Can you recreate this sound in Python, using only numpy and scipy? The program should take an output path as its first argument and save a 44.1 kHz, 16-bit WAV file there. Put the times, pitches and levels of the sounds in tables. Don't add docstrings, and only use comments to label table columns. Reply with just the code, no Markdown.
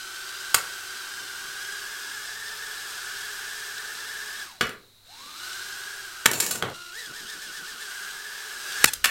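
import sys
import numpy as np
from scipy import signal
from scipy.fft import rfft, irfft, next_fast_len
from scipy.io import wavfile

SR = 44100
rng = np.random.default_rng(int(sys.argv[2]) if len(sys.argv) > 2 else 0)


def to_wav(s):
    ch = np.atleast_2d(s).T
    pcm = np.round(np.clip(ch, -1, 1) * 32767)
    wavfile.write(sys.argv[1], SR, pcm.astype(np.int16))


N = 401310
TIME = np.arange(N) / SR

# start_s, fastest_rotor_hz
HOVER = [(0, 1537), (.4, 1590), (1.35, 1595), (2.45, 1767), (3.3, 1675), (3.8, 1726), (4.4, 1734),
         (5.55, 1599), (5.9, 1680), (6.15, 1591), (8.0, 1615), (8.35, 1754), (8.62, 1668), (8.9, 1708)]
# start_s, share_of_hover_speed, settling_time_s
THROTTLE = [(4.425, .15, .125), (5.03, .8, .11), (5.345, 0.99, .06), (6.3, 0.89, .1), (7.8, 1, 0.0301),
            (8.9, 0.77, .12)]
# top_s, blade_rate_hz
BURSTS = [(6.99, 2008), (7.175, 1878), (7.305, 1870), (7.43, 1838), (7.553, 1839), (7.685, 1815),
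          (7.82, 1831)]
BURST_RISE_HZ_PER_S, BURST_SAG_HZ_PER_S = 8800, 4700

# start_s, share_of_speed
HUNT = [(0, .02), (.8, .032), (2.4, .034), (3.4, .054), (5.3, .022), (5.6, .038), (6.2, .036), (6.74, .002),
        (6.92, .002), (7.05, .013), (7.8, .017), (8.0, .04)]
FREE_FLIGHT_HUNT = .03
# middle_s, length_s, depth_0_to_1
BANKS = [(0.049, .3, 0.42), (0.849, .35, 0.41), (2.101, .14, .7), (2.87, .17, 1), (3.98, 0.078, 0.93),
         (5.42, .1, .7), (6.15, .08, 0.92), (7.501, .35, .35), (8.65, .12, 0.89)]
REST_SPREAD, FLIGHT_SPREAD, BANK_SPREAD = .042, .05, .09
# place_slowest_0_to_fastest_1, level_db, hunting_rate_hz
ROTORS = [(.9, 0, 18), (.78, -3, 16), (.3, -6, 17), (-.2, -5.5, 16)]
# multiple_of_shaft_rate, level_db (against the blade tone)
SHAFT_ORDERS = [(1, -18.5), (2, -25), (3, -18), (4, 0), (5, -20), (6, -23), (7, -20)]

REFERENCE_HZ = 1664
WHINE_DB, WHINE_DB_PER_OCTAVE = -38.5, 18
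RASP_DB, RASP_DB_PER_OCTAVE = -39.5, 11.5
BANK_WHINE_DB, BANK_RASP_DB = -2.5, 0.5
REST_WHINE_DB = 1.8
REST_SMOOTH_DB = 7
BURST_WHINE_DB_PER_OCTAVE = -8.5
# start_s, length_s
FOULS = [(6.26, 0.485), (8.848, .3)]
FOUL_WHINE_DB, FOUL_RASP_DB = -14, -4
# start_s, level_db
NEARNESS = [(0, 0.2), (.5, 1), (1.25, -0.5), (1.7, 0.4), (2.4, -1.64), (3.2, 0.76), (4.0, -1), (4.38, -1),
            (5.15, -1), (5.55, 0.7), (6.1, -2.5), (6.85, -2.5), (7.2, -1.7), (8.05, 0), (8.25, -3),
            (8.6, -0.5), (8.84, 6.5), (9.0, -3.5)]

# pitch_hz, level_db
RASP = [(1290, -33), (2200, -5.5), (2910, -3), (3260, -3), (3630, -2), (4010, -1.5), (4420, -3.5),
        (5120, -1.5), (6940, -5.5), (8520, -4), (9960, -10.5), (11000, -11.5), (12400, -10), (15600, -17)]
# pitch_hz, level_db
WASH = [(60, -25.5), (180, -13.5), (330, -11), (600, -8.5), (900, -4.5), (1200, 3), (1600, 5.5),
        (2200, -3.5), (3000, -16), (6000, -23)]
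# start_s, lag_ms
ECHO = [(0, 1.12), (.72, 0.72), (1.05, 1.48), (1.35, 1.57), (1.65, 1.04), (1.95, 1.32), (2.7, 3.13),
        (3.35, 3.95), (3.95, 2.9), (4.55, 1.6), (5.7, 1.53), (6.1, .6), (7.9, .45), (9.1, 1.2)]
# pitch_hz, level_db
ECHO_COLOUR = [(500, -2.5), (2000, -13), (3500, -2.5), (5300, 3), (7500, -15), (15000, -19)]
ECHO_STRENGTH, ECHO_BEST_LAG_MS, ECHO_WIDTH_OCTAVES = 0.45, 1.7, 0.98

# start_s, length_s, level_db (at the reference blade rate)
SIZZLES = [(0, .45, -52), (4.65, .95, -47.5), (6.75, 0.13, -53)]
SIZZLE_FADE_DB_PER_S, SIZZLE_DB_PER_OCTAVE = 54, 5.5

# pitch_hz, time_to_fall_60_db_s
ROOM_DECAY = [(100, 0.48), (500, 0.44), (1500, 0.33), (5000, 0.24), (14000, 0.22)]
# pitch_hz, level_db
ROOM_TONE = [(25, -2.5), (40, -8), (60, -12.5), (100, -11.5), (165, -15.5), (340, -18.5), (880, -21),
             (2500, -23), (6000, -23), (15600, -25)]
ROOM_TONE_DB = -59.5
HUM_DB, HUM_END_S = -69.5, 6.27

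# start_s, contact_s, strength_db, body_db and treble_db (against the strength), room_db
BLOWS = [(0.5434, 0.0072, -13.5, -10.5, 2.5, -8), (4.609, 0.007, -16, -9, -14, -2.5),
         (4.668, 0.0024, -35, -9, -4, -0.5), (4.692, 0.0029, -33.5, -13, -5, -2),
         (6.2573, .0074, -8.5, -13.5, -3, -11.5), (6.3134, 0.004, -27.5, -3, 6.5, -9),
         (6.333, 0.0036, -28.5, -6.5, 4, 1), (6.401, 0.0077, -25, -24, 7.5, -3.5),
         (6.423, .0062, -32.5, -4, 3, 1), (6.4631, 0.0031, -31.5, -5, 8.5, -1),
         (6.509, .0077, -32, -9, 9, -1), (6.553, .0086, -37, 0.5, 3.5, -2),
         (6.624, 0.0019, -16.5, -10, -15.5, -4), (6.699, .0023, -40, -4, -1.5, -20),
         (8.8418, 0.0039, -3, -7, -1, -27), (8.856, 0.0058, -24, -22, 3.5, -9),
         (8.934, .0065, -34, -19, 12, -12.5), (9.042, 0.0092, -13.5, -37, -4, -5),
         (9.055, 0.0069, -19.5, -17, -2, -9)]
# pitch_hz, width_hz, level_db
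FRAME = [(516, 260, -5), (1440, 340, 3.5), (2280, 100, -2.5), (3320, 4700, -11), (7320, 480, -2.5),
         (8560, 410, -5.5)]
THUMP_DB, THUMP_PER_TREBLE = -17, 0.83

# middle_s, length_s, level_db, centre_hz
PUFFS = [(1.238, 0.06, -56, 240), (1.481, 0.072, -59.5, 220.1), (4.65, .05, -47, 65),
         (5.27, .12, -59.5, 269.6), (8.86, .06, -45, 46), (9.02, 0.17, -51.5, 46)]
HOP_LEAD_S, HOP_LENGTH_S, HOP_HZ, HOP_DB, HOP_DB_PER_OCTAVE = 0.067, .05, 222, -60.5, 43
# start_s, length_s, rumble_db, rumble_fade_db_per_s, scratch_db
SKIDS = [(6.27, .355, -37, 24, -33.5), (6.63, 0.11, -31.5, 92, -59)]
# start_s, length_s, tick_rate_hz, level_db
GRAZE = (8.871, .025, 850, -24)
CUTOFF_HZ = 15900


def from_db(db):
    return 10 ** (np.asarray(db) / 20)


def rms_one(x):
    return x / np.sqrt(np.mean(x ** 2) + 1e-20)


def in_time(rows):
    s, *columns = np.transpose(rows)
    return [np.interp(TIME, s, column) for column in columns]


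def since(s):
    return np.maximum(TIME - s, 0)


def during(s, length_s, edge_s=.004):
    return np.clip(np.minimum(TIME - s, s + length_s - TIME) / edge_s, 0, 1)


def at_hz(points, hz):
    points = np.array(points)
    return np.interp(np.log(hz + 1e-3), np.log(points[:, 0]), points[:, 1])


def colour(x, spectrum):
    size = next_fast_len(N)
    hz = np.arange(size // 2 + 1) * SR / size
    return irfft(rfft(x, size) * from_db(at_hz(spectrum, hz)), size)[:N]


def band(x, low_hz, high_hz):
    edges_hz = [low_hz, min(high_hz, .45 * SR)]
    return signal.sosfilt(signal.butter(2, edges_hz, "band", fs=SR, output="sos"), x + 1e-18)


def resonance(x, hz, width_hz):
    r = np.exp(-np.pi * width_hz / SR)
    forward = np.array([1, 0, -1]) * (1 - r * r) / 2
    feedback = [1, -2 * r * np.cos(2 * np.pi * hz / SR), r * r]
    return signal.lfilter(forward, feedback, x + 1e-18)


def drift(rate_hz):
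    r = np.exp(-80 * np.pi * rate_hz / SR)
    slow = signal.lfilter([1], [1, -2 * r, r * r], rng.standard_normal(N // 40 + 2002))
    slow = slow[2000:]
    return np.interp(np.arange(N) / 40, np.arange(len(slow)), rms_one(slow))


def noise():
    return rng.standard_normal(N)


def blade_rate():
    share, before = 1, 1
    for s, setting, settle_s in THROTTLE:
        share = share + (setting - before) * (1 - np.exp(-since(s) / settle_s))
        before = setting
    hz = steady_hz = share * in_time(HOVER)[0]
    for s, top_hz in BURSTS:
        drop_hz = np.maximum(BURST_RISE_HZ_PER_S * (s - TIME), BURST_SAG_HZ_PER_S * (TIME - s))
        hz = np.maximum(hz, top_hz - drop_hz)
    return hz, np.log2(hz / steady_hz)


def loudness(blade_hz, burst, bank, airborne):
    octaves = np.log2(blade_hz / REFERENCE_HZ)
    near_db = in_time(NEARNESS)[0]
    fouled = sum(during(s, length_s) for s, length_s in FOULS)
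    whine_db = (WHINE_DB + WHINE_DB_PER_OCTAVE * octaves + BURST_WHINE_DB_PER_OCTAVE * burst
                + BANK_WHINE_DB * bank + REST_WHINE_DB * (1 - airborne) ** 2 + FOUL_WHINE_DB * fouled)
    rasp_db = RASP_DB + RASP_DB_PER_OCTAVE * octaves + BANK_RASP_DB * bank + FOUL_RASP_DB * fouled
    return whine_db + near_db, rasp_db + near_db


def rotor(blade_hz, between_db, slope_db=-5.5, count=40, size=2048):
    turn = np.cumsum(blade_hz) / (4 * SR) % 1
    angle = np.linspace(0, 1, size + 1)

    def partial(k):
        return np.sqrt(2) * np.sin(2 * np.pi * (k * angle + rng.random()))

    tone = sum(from_db(db) * partial(round(k)) for k, db in SHAFT_ORDERS)
    buzz = sum(from_db(between_db * (k % 4 > 0) + slope_db * np.log2(k)) * partial(k)
               for k in range(8, count))
    passing = np.cos(8 * np.pi * turn)
    return np.interp(turn, angle, tone), np.interp(turn, angle, rms_one(buzz)), passing


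def reflected(x):
    lag_ms = np.maximum(in_time(ECHO)[0], .1)
    off_best = np.log2(lag_ms / ECHO_BEST_LAG_MS) / ECHO_WIDTH_OCTAVES
    strength = ECHO_STRENGTH * np.exp(-off_best ** 2)
    echo = np.interp(TIME - lag_ms / 1000, TIME, colour(x, ECHO_COLOUR))
    return x - strength * echo


def drone(fast, burst, tone_db=-1.5, buzz_db=-6.5, hiss_db=-1.5, wash_db=-6.0, chop=0.49, between_db=-5.0):
    hunt, = in_time(HUNT)
    airborne = np.minimum(hunt / FREE_FLIGHT_HUNT, 1)
    bank = sum(depth * np.exp(-((TIME - s) / length_s) ** 2) for s, length_s, depth in BANKS)
    slow = fast * (1 - REST_SPREAD - FLIGHT_SPREAD * airborne - BANK_SPREAD * bank)
    smooth_db = REST_SMOOTH_DB * (1 - airborne)
    whine_db, rasp_db = loudness(fast, burst, bank, airborne)

    gains = np.array([from_db(db) * airborne ** (k in (1, 2)) for k, (_, db, _) in enumerate(ROTORS)])
    gains = gains / np.linalg.norm(gains, axis=0)
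    tone = buzz = hiss = 0
    for (place, _, hunt_hz), gain in zip(ROTORS, gains):
        swing_turns = np.cumsum(hunt_hz * (1 + .06 * drift(4))) / SR + rng.random()
        swing = np.sin(2 * np.pi * swing_turns)
        unrest = hunt * (swing + .2 * drift(12) + .06 * drift(150)) + .002 * drift(60)
        blade_hz = (slow + place * (fast - slow)) * (1 + unrest)
        low, high, passing = rotor(blade_hz, between_db)
        tone = tone + gain * low * from_db(1.0 * drift(25))
        buzz = buzz + gain * high * from_db(4.5 * drift(71))
        hiss = hiss + gain * noise() * (1 + chop * passing)

    buzz = from_db(buzz_db + smooth_db / 2) * rms_one(colour(buzz, RASP))
    hiss = from_db(hiss_db - smooth_db / 2) * rms_one(colour(hiss, RASP))
    wash = from_db(wash_db - smooth_db) * rms_one(colour(noise(), WASH))
    whine = from_db(whine_db + tone_db) * tone
    return whine + from_db(rasp_db) * reflected(buzz + hiss + wash)


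def sizzle(blade_hz, low_hz=3650, high_hz=4250):
    spells = 0
    for s, length_s, db in SIZZLES:
        outside_s = since(s + length_s) + np.maximum(s - TIME, 0)
        spells = spells + from_db(db - SIZZLE_FADE_DB_PER_S * outside_s)
    speed_db = SIZZLE_DB_PER_OCTAVE * np.log2(blade_hz / REFERENCE_HZ)
    return spells * from_db(speed_db) * rms_one(band(noise(), low_hz, high_hz))


def room(x, count=9):
    age = TIME[:SR * 2 // 3]
    edges_hz = np.geomspace(50, 17000, count + 1)
    tail = 0
    for low, high in zip(edges_hz, edges_hz[1:]):
        decay_s = at_hz(ROOM_DECAY, np.sqrt(low * high))
        tail = tail + band(rng.standard_normal(len(age)), low, high) * from_db(-60 * age / decay_s)
    tail = tail * (1 - np.exp(-age / 0.00068))
    return signal.fftconvolve(x, tail / np.linalg.norm(tail))[:N]


def room_tone():
    return from_db(ROOM_TONE_DB) * rms_one(colour(noise(), ROOM_TONE))


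def mains_hum(hum_hz=100):
    return from_db(HUM_DB) * during(0, HUM_END_S) * np.sqrt(2) * np.sin(2 * np.pi * hum_hz * TIME)


def blows(ring_s=0.0016, dry_db=-4.0, thump_hz=128, thump_s=0.0093, mid_top_hz=3900, treble_top_hz=14500):
    cracks = []
    for low, high in [(140, 780), (1150, mid_top_hz), (4000, treble_top_hz)]:
        crack = band(noise(), low, high)
        ring = sum(from_db(db) * resonance(crack, hz, width) for hz, width, db in FRAME)
        cracks.append(from_db(dry_db) * crack + ring)
    cracks = np.array(cracks)
    direct, feed = np.zeros(N), np.zeros(N)
    for s, contact_s, strength_db, body_db, treble_db, room_db in BLOWS:
        levels_db = strength_db + np.array([body_db, 0, treble_db])
        bass_db = strength_db + body_db + THUMP_DB - THUMP_PER_TREBLE * treble_db
        at = slice(int(s * SR), min(N, int(s * SR) + SR // 10))
        age = TIME[at] - TIME[at][0]
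        release = np.exp(-np.maximum(age - contact_s * 0.79, 0) / ring_s)
        contact = (1 - np.exp(-age / 0.0003)) * release
        hit = sum(from_db(db) * rms_one(crack * contact) for db, crack in zip(levels_db, cracks[:, at]))
        hit = hit * np.sqrt(np.mean(contact ** 2))
        thump = np.sin(2 * np.pi * thump_hz * age) * np.exp(-age / thump_s)
        hit = hit + from_db(bass_db) * thump
        direct[at] += hit
        feed[at] += from_db(room_db) * hit
    return direct, feed


def puffs():
    out = np.zeros(N)
    for s, length_s, db, hz in list(PUFFS) + hops():
        near = np.abs(TIME - s) < 2 * length_s
        air = rms_one(band(rng.standard_normal(near.sum()), hz * .6, hz * 2.0))
        out[near] += from_db(db) * air * np.exp(-2 * ((TIME[near] - s) / length_s) ** 2)
    return out


def skid(grains_per_s=3000):
    slips = noise() * (rng.random(N) < grains_per_s / SR)
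    rumble = rms_one(0.57 * band(slips, 100, 1060) + resonance(slips, 400, 90) + resonance(slips, 133, 25))
    scratch = rms_one(0.13 * band(slips, 1800, 14300) + resonance(slips, 7200, 480))
    out = 0
    for s, length_s, rumble_db, fade_db_per_s, scratch_db in SKIDS:
        fading = from_db(rumble_db - fade_db_per_s * since(s)) * rumble
        swelling = from_db(scratch_db) * np.sin(np.pi * since(s) / length_s) * scratch
        out = out + during(s, length_s) * (fading + swelling)
    return out


def hops():
    landings = []
    for (_, top_hz), (next_s, _) in zip(BURSTS, BURSTS[1:]):
        db = HOP_DB + HOP_DB_PER_OCTAVE * np.log2(top_hz / REFERENCE_HZ)
        landings.append((next_s - HOP_LEAD_S, HOP_LENGTH_S, db, HOP_HZ))
    return landings


def graze():
    s, length_s, ticks_hz, db = GRAZE
    tick_count = np.floor(np.cumsum(ticks_hz * (1 + 0.028 * drift(220))) / SR)
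    ticks = np.diff(tick_count, prepend=0)
    progress = np.clip((TIME - s) / length_s, 0, 1)
    touch = np.sqrt(np.maximum(np.sin(np.pi * progress), 0))
    return from_db(db) * touch * rms_one(band(ticks, 1040, 5500) + 0.56 * band(ticks, 5000, 8800))


def scene(drone_room_db=-11.5):
    blade_hz, burst = blade_rate()
    flight = drone(blade_hz, burst) + sizzle(blade_hz)
    direct, feed = blows()
    echoes = room(feed + from_db(drone_room_db) * flight)
    mix = flight + echoes + room_tone() + mains_hum() + direct + puffs() + skid() + graze()
    return mix[None]


def record(dry, top=1.03):
    low_pass = signal.ellip(10, .1, 80, CUTOFF_HZ, fs=SR, output="sos")
    return signal.sosfilt(low_pass, top * np.tanh(dry / top))


dry = scene()
out = record(dry)
to_wav(out)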